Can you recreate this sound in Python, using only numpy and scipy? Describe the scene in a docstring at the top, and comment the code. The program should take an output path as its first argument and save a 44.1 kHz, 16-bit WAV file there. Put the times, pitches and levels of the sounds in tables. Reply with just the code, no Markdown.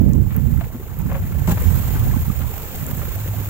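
"""Ice floes grind down a river past a hand-held phone with two microphone ports, in gusty wind.
Strong gusts, mostly on the right, open over washing water, light crunches, knocks and icy ticks.
The hardest crunches come near 1.5 s, the water swells towards 1.9 s, then come wind puffs and soft
tones of plopping water and ringing floes. A large floe groans near the end. Water and wind are shaped
noise; crunches mix noise with ringing tones; knocks, soft tones, puffs and the groan are tones;
ticks are snaps of noise."""
import sys
import numpy as np
from scipy import signal
from scipy.fft import rfft, irfft
from scipy.io import wavfile
from scipy.ndimage import uniform_filter1d

SR = 44100
rng = np.random.default_rng(int(sys.argv[2]) if len(sys.argv) > 2 else 0)


def unload_audio(sound):
    """Save the sound as a 16-bit wav file, at the path given as the first command line argument."""
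    columns = np.transpose(np.atleast_2d(sound))
    # keep every value between -1 and 1, then stretch to whole-number steps
    steps = np.round(np.clip(columns, -1, 1) * 32767)
    wavfile.write(sys.argv[1], SR, steps.astype(np.int16))


N = 153909  # length in samples, about 3.5 s


def amp(db):
    """Turns dB into an amplitude factor."""
    return 10 ** (np.asarray(db) / 20)


def evened(x):
    """Scales each channel to an RMS of 1."""
    return x / np.sqrt(np.mean(x ** 2, -1, keepdims=True) + 1e-20)


def read(points, hz, order=1):
    """Reads one column of a table along a log-frequency axis."""
    cols = np.transpose(points)
    return np.interp(np.log(hz + 1), np.log(cols[0] + 1), cols[order])


def add(mix, start_s, sound):
    """Adds a short sound to the mix, cut off at the end of the mix."""
    part = mix[:, round(start_s * SR):][:, :sound.shape[1]]
    part += sound[:, :part.shape[1]]


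def shaped(x, gain):
    """Colours x by a gain rule of frequency."""
    n = x.shape[-1]
    return irfft(rfft(x) * gain(np.fft.rfftfreq(n, 1 / SR) + 1), n)


def fields(size, rule):
    """Two unrelated noises whose short-time level in dB follows rule(seconds, Hz)."""
    frames = 4 * N // size + 5
    hz = np.fft.rfftfreq(size, 1 / SR)[:, None]
    real, imag = rng.standard_normal((2, 2, frames, len(hz))).swapaxes(2, 3)
    frame_s = np.arange(frames) * size / 4 / SR
    spectra = (real + 1j * imag) * amp(rule(frame_s, hz))
    noise = signal.istft(spectra, nperseg=size, noverlap=3 * size // 4)[1][:, :N]
    return noise * np.sqrt(4 / size)


def swelling(centre_s, db, hz, cycles):
    """A few cycles of a tone that swell and sink around one moment."""
    t = np.arange(N) / SR - centre_s
    envelope = np.exp(-(t * hz / cycles) ** 2)
    return amp(db) * envelope * np.cos(2 * np.pi * (hz * t + rng.random()))


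# Strength of the wind. Each row: time in seconds, level in dB before the left-right split,
# left minus right in dB.
WIND_GUSTS = [(0.0, -12.5, -19.5), (0.09, -14.5, -16.5), (0.22, -17.5, -13.5), (0.33, -23.5, -8),
              (0.43, -18.5, -18.5), (0.59, -21.5, -15.5), (0.7, -33.5, -5), (0.82, -37, -2),
              (0.97, -26.5, -10), (1.05, -19.5, -15), (1.19, -23.5, 1), (1.371, -22, -14.5),
              (1.6, -21, 7.5), (1.66, -18.5, -16.5), (1.84, -22, -10), (2.0, -19.5, -4.5),
              (2.08, -17, -10.5), (2.22, -23, -2), (2.33, -24.5, -12), (2.43, -21.5, -20),
              (2.67, -38, -5.5), (2.84, -33, -0.5), (3.03, -30, -7), (3.3, -35, 3.5), (3.402, -26.5, -25),
              (3.49, -34, 10)]
# Basic tone of the buffeting. Each row: frequency in Hz, relative level in dB.
WIND_TONE = [(15, -44), (40, -10), (70, 0), (100, -1.5), (170, -6.5), (250, -13.5), (400, -32), (700, -49),
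             (1500, -99)]
# Changing brightness of the buffeting. Each row: time in seconds, extra dB per octave above BRIGHTEN_HZ.
WIND_FLUTTER = [(0, 0), (.5, -1), (.9, 0.5), (1.3, -2.5), (2.0, -6.5), (2.6, -7), (2.88, 14.5), (3.1, -9),
                (3.4, 6.5)]
# BRIGHTEN_DB is dB per octave above BRIGHTEN_HZ for each dB over CALM_DB
BRIGHTEN_DB, BRIGHTEN_HZ, CALM_DB = 0.6347, 99.4, -14
LUMP_DB, LUMP_HZ = 2.0, 25  # size and speed of the random lumps in the level


def wind():
    """Turbulence buffets each port on its own: lumpy noise, with a tilt that brightens as it strengthens."""
    s, db, left_minus_right = np.transpose(WIND_GUSTS)
    left_share = 1 / (1 + amp(-2 * left_minus_right))  # share of the power
    levels = [db + 10 * np.log10(4 * share) for share in (left_share, 1 - left_share)]

    def rule(t, hz):
        level = np.array([np.interp(t, s, v) for v in levels])[:, None]
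        tilt = BRIGHTEN_DB * (level - CALM_DB) + np.interp(t, *np.transpose(WIND_FLUTTER))
        octaves = np.log2(np.maximum(hz / BRIGHTEN_HZ, 1))
        tone = read(WIND_TONE, hz) + tilt * octaves
        # take out the tone's own power, so that it does not change the level
        return level + tone - 10 * np.log10((amp(tone) ** 2).mean(1, keepdims=True))

    slow_noise = shaped(rng.standard_normal((2, N)), lambda hz: 1 / (1 + (hz / LUMP_HZ) ** 2))
    lumps = amp(LUMP_DB * evened(slow_noise))
    return fields(size=2048, rule=rule) * lumps / np.sqrt(np.mean(lumps ** 2))


# Single puffs of wind. Each row: time of the swell in seconds, level in dB before the left and
# right settings below, pitch in Hz.
WIND_PUFFS = [(2.17, -12.5, 174), (2.283, -12, 126), (2.303, -11, 147), (2.831, -19.5, 148),
              (2.935, -17, 128)]
PUFF_CYCLES, PUFF_LEFT_DB, PUFF_RIGHT_DB = 0.45, -15, 7


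def puffs():
    """Puffs of wind hit the ports as low thumps, less than a full wave long and stronger on the right."""
    thumps = sum(swelling(*row, PUFF_CYCLES) for row in WIND_PUFFS)
    return thumps * amp([[PUFF_LEFT_DB], [PUFF_RIGHT_DB]])


# Swell of the water, before grains and port colour. Each row: time in seconds, low wash level in dB,
# high fizz level in dB.
RIVER_SWELL = [(0, -44, -45.5), (0.451, -46, -43), (.9, -42.5, -44), (1.4, -40.5, -39), (1.65, -39, -32),
               (1.9, -36.5, -33), (2.1, -38, -34), (2.3, -42.5, -36.5), (2.9, -39.5, -35), (3.49, -41, -36)]
SPLIT_HZ = 1040  # wash below, fizz above
FLICKER_DB, PATCH_DB = 1.26, 0.6  # random wavering of the whole level, and of patches of it
GRAINS_PER_S, GRAIN_SPREAD_DB, GRAIN_DB, GRAIN_S = 120, 3.0, -11, 0.0012  # GRAIN_S: fading time


def river():
    """Water washes below and slush fizzes above, in drifting patches sprinkled with tiny grains."""
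    s, wash_db, fizz_db = np.transpose(RIVER_SWELL)

    def rule(t, hz):
        high = 1 / (1 + (SPLIT_HZ / (hz + 1)) ** 2)
        patches = rng.standard_normal((len(t), len(hz))).T
        patches = uniform_filter1d(patches, size=6, axis=0)  # smooth over frequency
        patches = uniform_filter1d(patches, size=16, axis=1)  # smooth over time
        flicker = evened(uniform_filter1d(rng.standard_normal(len(t)), size=3))
        level = (1 - high) * np.interp(t, s, wash_db) + high * np.interp(t, s, fizz_db)
        return level + PATCH_DB * patches / patches.std() + FLICKER_DB * flicker

    happens = rng.random(N) < GRAINS_PER_S / SR
    hits = amp(GRAIN_SPREAD_DB * np.minimum(rng.exponential(1, N), 5)) * happens
    fading = np.exp(-np.arange(600) / SR / GRAIN_S)
    grains = evened(signal.oaconvolve(hits, fading)[:N])
    return fields(size=512, rule=rule) * np.sqrt(1 + (amp(GRAIN_DB) * grains) ** 2)


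# Short soft tones of water plopping and, at 2.54 and 3.345 s, of floes ringing. Each row: time of the
# swell in seconds, peak level in dB before the port colour, pitch in Hz.
SOFT_TONES = [(2.105, -40, 950), (2.142, -36, 1076), (2.303, -32, 1220), (2.54, -39.5, 785),
              (3.345, -39, 686)]
SOFT_TONE_CYCLES = 3.4


def soft_tones():
    """Plopping water and ringing floes: each a short tone that swells and sinks at a steady pitch."""
    return sum(swelling(*row, SOFT_TONE_CYCLES) for row in SOFT_TONES)


GROAN_HZ, GROAN_DB, GROAN_START_S, GROAN_RISE_S = 102, -47.5, 3.073, 0.18
GROAN_WAVER_HZ = 23  # upper limit of the wavering


def groan():
    """A large floe groans: a low note swells in while its phase and level waver."""
    t = np.arange(N) / SR
    waver = evened(shaped(rng.standard_normal(N), lambda hz: 1 / (1 + (hz / GROAN_WAVER_HZ) ** 2)))
    note = np.sin(2 * np.pi * GROAN_HZ * t + 0.52 * waver) * amp(2.0 * waver[::-1])
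    return amp(GROAN_DB) * note * np.clip((t - GROAN_START_S) / GROAN_RISE_S, 0, 1)


KNOCKS_PER_S, KNOCK_SPREAD_DB, KNOCK_DB = 200, 2.5, -10  # KNOCK_DB: compared with the wash level
KNOCK_T60_S = 0.03  # time to fade by 60 dB
KNOCK_LOW_HZ, KNOCK_HIGH_HZ = 401, 2500


def knocks():
    """Small lumps of ice bump at random as short fading tones, louder where the wash swells."""
    happens = rng.random(N) < KNOCKS_PER_S / SR
    hits = amp(KNOCK_SPREAD_DB * np.minimum(rng.exponential(1, N), 4)) * happens
    lump = rng.integers(0, 16, N)  # which of 16 pitches each hit sounds
    t = np.arange(4096) / SR
    fading = amp(-60 * t / KNOCK_T60_S)
    out = np.zeros(N)
    for k, hz in enumerate(np.geomspace(KNOCK_LOW_HZ, KNOCK_HIGH_HZ, 16)):
        out += signal.oaconvolve(hits * (lump == k), fading * np.sin(2 * np.pi * hz * t))[:N]
    s, wash_db, _ = np.transpose(RIVER_SWELL)
    return amp(KNOCK_DB + np.interp(np.arange(N) / SR, s, wash_db)) * evened(out)


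TICK_S = 0.0011  # from the start to the strongest moment
TICK_OCTAVES = 0.55  # spread around the pitch


def tick(db, tick_hz):
    """A very short snap of noise, strongest around its pitch."""
    t = np.arange(1024) / SR
    snap = rng.standard_normal((2, 1024)) * np.exp(-(t / TICK_S - 1) ** 2 * 2)
    return amp(db) * shaped(snap, lambda hz: np.exp(-(np.log2(hz / tick_hz) / TICK_OCTAVES) ** 2))


# Brittle ticks of thin ice. Each row: start in seconds, level in dB of the snap before it is
# narrowed to its pitch, pitch in Hz.
ICE_TICKS = [(0.1337, -19, 6330), (0.3643, -16.5, 14400), (0.9882, -22, 13000), (1.0181, -24, 7400),
             (1.6217, -15, 9000), (2.204, -21, 11100), (2.2648, -22, 14000), (2.7566, -18, 9000),
             (2.865, -13, 8700), (2.8866, -23, 13000), (2.9708, -16, 9000), (3.1575, -23.5, 13000)]


def add_ticks(mix):
    """Thin ice snaps at the listed moments."""
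    for start_s, *row in ICE_TICKS:
        add(mix, start_s, tick(*row))


# Overtones of a ringing floe. Each row: multiple of the ring pitch, level in dB against the main tone.
FLOE_OVERTONES = [(1.362, -6.5), (2.02, -7.5)]
CRUNCH_RISE_S, GRIT_DB = 0.005, 3.5  # GRIT_DB: roughness of the push
RING_WIDTH_HZ = 85  # a wider ring dies away sooner
RASP_LOW_HZ, RASP_TILT_DB = 377, 1  # bottom of the rasp, and its rise in dB per octave


def crunch(db, ring_hz, length_s, ring_share, top_hz):
    """Ice breaks in a gritty burst: noise gives the rasp, and the same push rings the floe."""
    t = np.arange(8192) / SR
    noise, grit = rng.standard_normal((2, 8192)), rng.standard_normal(8192)
    shape = np.minimum(t / CRUNCH_RISE_S, 1) * np.exp(-(t / length_s) ** 2)
    push = shape * amp(GRIT_DB * evened(uniform_filter1d(grit, size=60)))

    decay = np.exp(-np.pi * RING_WIDTH_HZ / SR)
    ring_level = signal.lfilter([1], [1, -decay], push)
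    tones = np.zeros(len(t))
    for multiple, part_db in [(0.99, 0), *FLOE_OVERTONES]:  # main tone first
        tones += amp(part_db) * np.sin(2 * np.pi * (multiple * ring_hz * t + rng.random()))
    ring = ring_level * tones

    def rasp_gain(hz):
        tilt = amp(RASP_TILT_DB * np.log2(hz))
        return tilt / (1 + (hz / top_hz) ** 4) / (1 + (RASP_LOW_HZ / hz) ** 2)

    rasp = shaped(noise * push, rasp_gain)
    share = np.clip(ring_share, 0, 1)
    blend = (1 - share) * evened(rasp) + share * evened(ring)
    return amp(db) * blend * np.sqrt(np.mean(shape ** 2))


# Floes crunching. Each row: start in seconds, level in dB before the burst's shape and port colour,
# ring pitch in Hz, length in seconds, ring share from 0 to 1, top of the rasp in Hz.
FLOE_CRUNCHES = [(0.303, -41.5, 1190, 0.035, 0, 3400), (0.345, -39.5, 447, 0.046, 0.3, 2500),
                 (0.605, -32.5, 683, 0.019, 0.37, 3330), (0.634, -40, 880, 0.018, 0, 4000),
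                 (0.741, -38.5, 245, 0.022, 0.6, 1480), (1.094, -35, 550, 0.015, 0.43, 2300),
                 (1.111, -32, 554, 0.032, 0.36, 2330), (1.142, -31, 550, 0.031, 0.47, 2780),
                 (1.472, -27, 173.8, 0.033, 0.43, 1420), (1.469, -25, 629, 0.041, 0.2, 15200),
                 (1.505, -31, 188.4, 0.022, 0.4, 1500), (1.506, -21.5, 809, 0.022, 0.21, 13700),
                 (1.568, -30.5, 972, 0.022, 0.3, 2860), (1.942, -35, 870, 0.047, 0.3, 2500),
                 (2.402, -38.5, 1240, 0.04, 0.2, 4100), (3.013, -35.5, 572, 0.026, 0.35, 2980)]


def add_crunches(mix):
    """Floes grind together at the listed moments."""
    for start_s, *row in FLOE_CRUNCHES:
        add(mix, start_s, crunch(*row))


# Colour of river and ice through each port. Each row: frequency in Hz, left gain in dB, right gain in dB.
PORT_COLOUR = [(151, 23, 23), (266, 16, 14.5), (594, 8.5, 4.5), (910, 7.5, 2), (1980, 3, -4.5),
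               (2830, 0, -4.5), (4970, -8.5, -8.5), (5940, -6.5, -10.5), (7240, 3.5, -10),
               (9000, -9, -15.5), (10540, -8.5, -6.5), (13000, -3.5, 6), (14000, -8, 10.5)]
# How alike the two ports hear. Each row: frequency in Hz, likeness from 0 (unrelated) to 1 (the same).
PORT_LIKENESS = [(100, 0.39), (1000, 1), (2000, 0.56), (4000, 0.34), (16000, 0.033)]
LAG_S = 5 / SR


def ports(pair):
    """The ports hear most alike near 1 kHz; the left is a little later and each has its own colour."""
    hz = np.fft.rfftfreq(N, 1 / SR)
    first, second = rfft(pair)
    same = np.clip(read(PORT_LIKENESS, hz), 0, 1)
    later = np.exp(-2j * np.pi * hz * LAG_S)
    left = first * amp(read(PORT_COLOUR, hz, order=1)) * later
    right = same * first + np.sqrt(1 - same ** 2) * second
    right = right * amp(read(PORT_COLOUR, hz, order=2))
    return irfft(np.array([left, right]), N)


def scene():
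    """River and ice pass through the port colours; the wind acts on the ports directly."""
    ice = river() + soft_tones() + groan() + knocks()
    add_ticks(ice)
    add_crunches(ice)
    return ports(ice) + wind() + puffs()


CEILING = 0.95  # greatest level the soft overload lets through
EDGE_HZ = 15780  # top of the band


def record(dry):
    """Rounds off the loudest peaks by soft overload, then removes the highest treble."""
    held = CEILING * np.tanh(dry / CEILING)
    band = signal.firwin(1535, EDGE_HZ, window=("kaiser", 10), fs=SR)
    return signal.oaconvolve(held, band[None], "same")


dry = scene()
out = record(dry)
unload_audio(out)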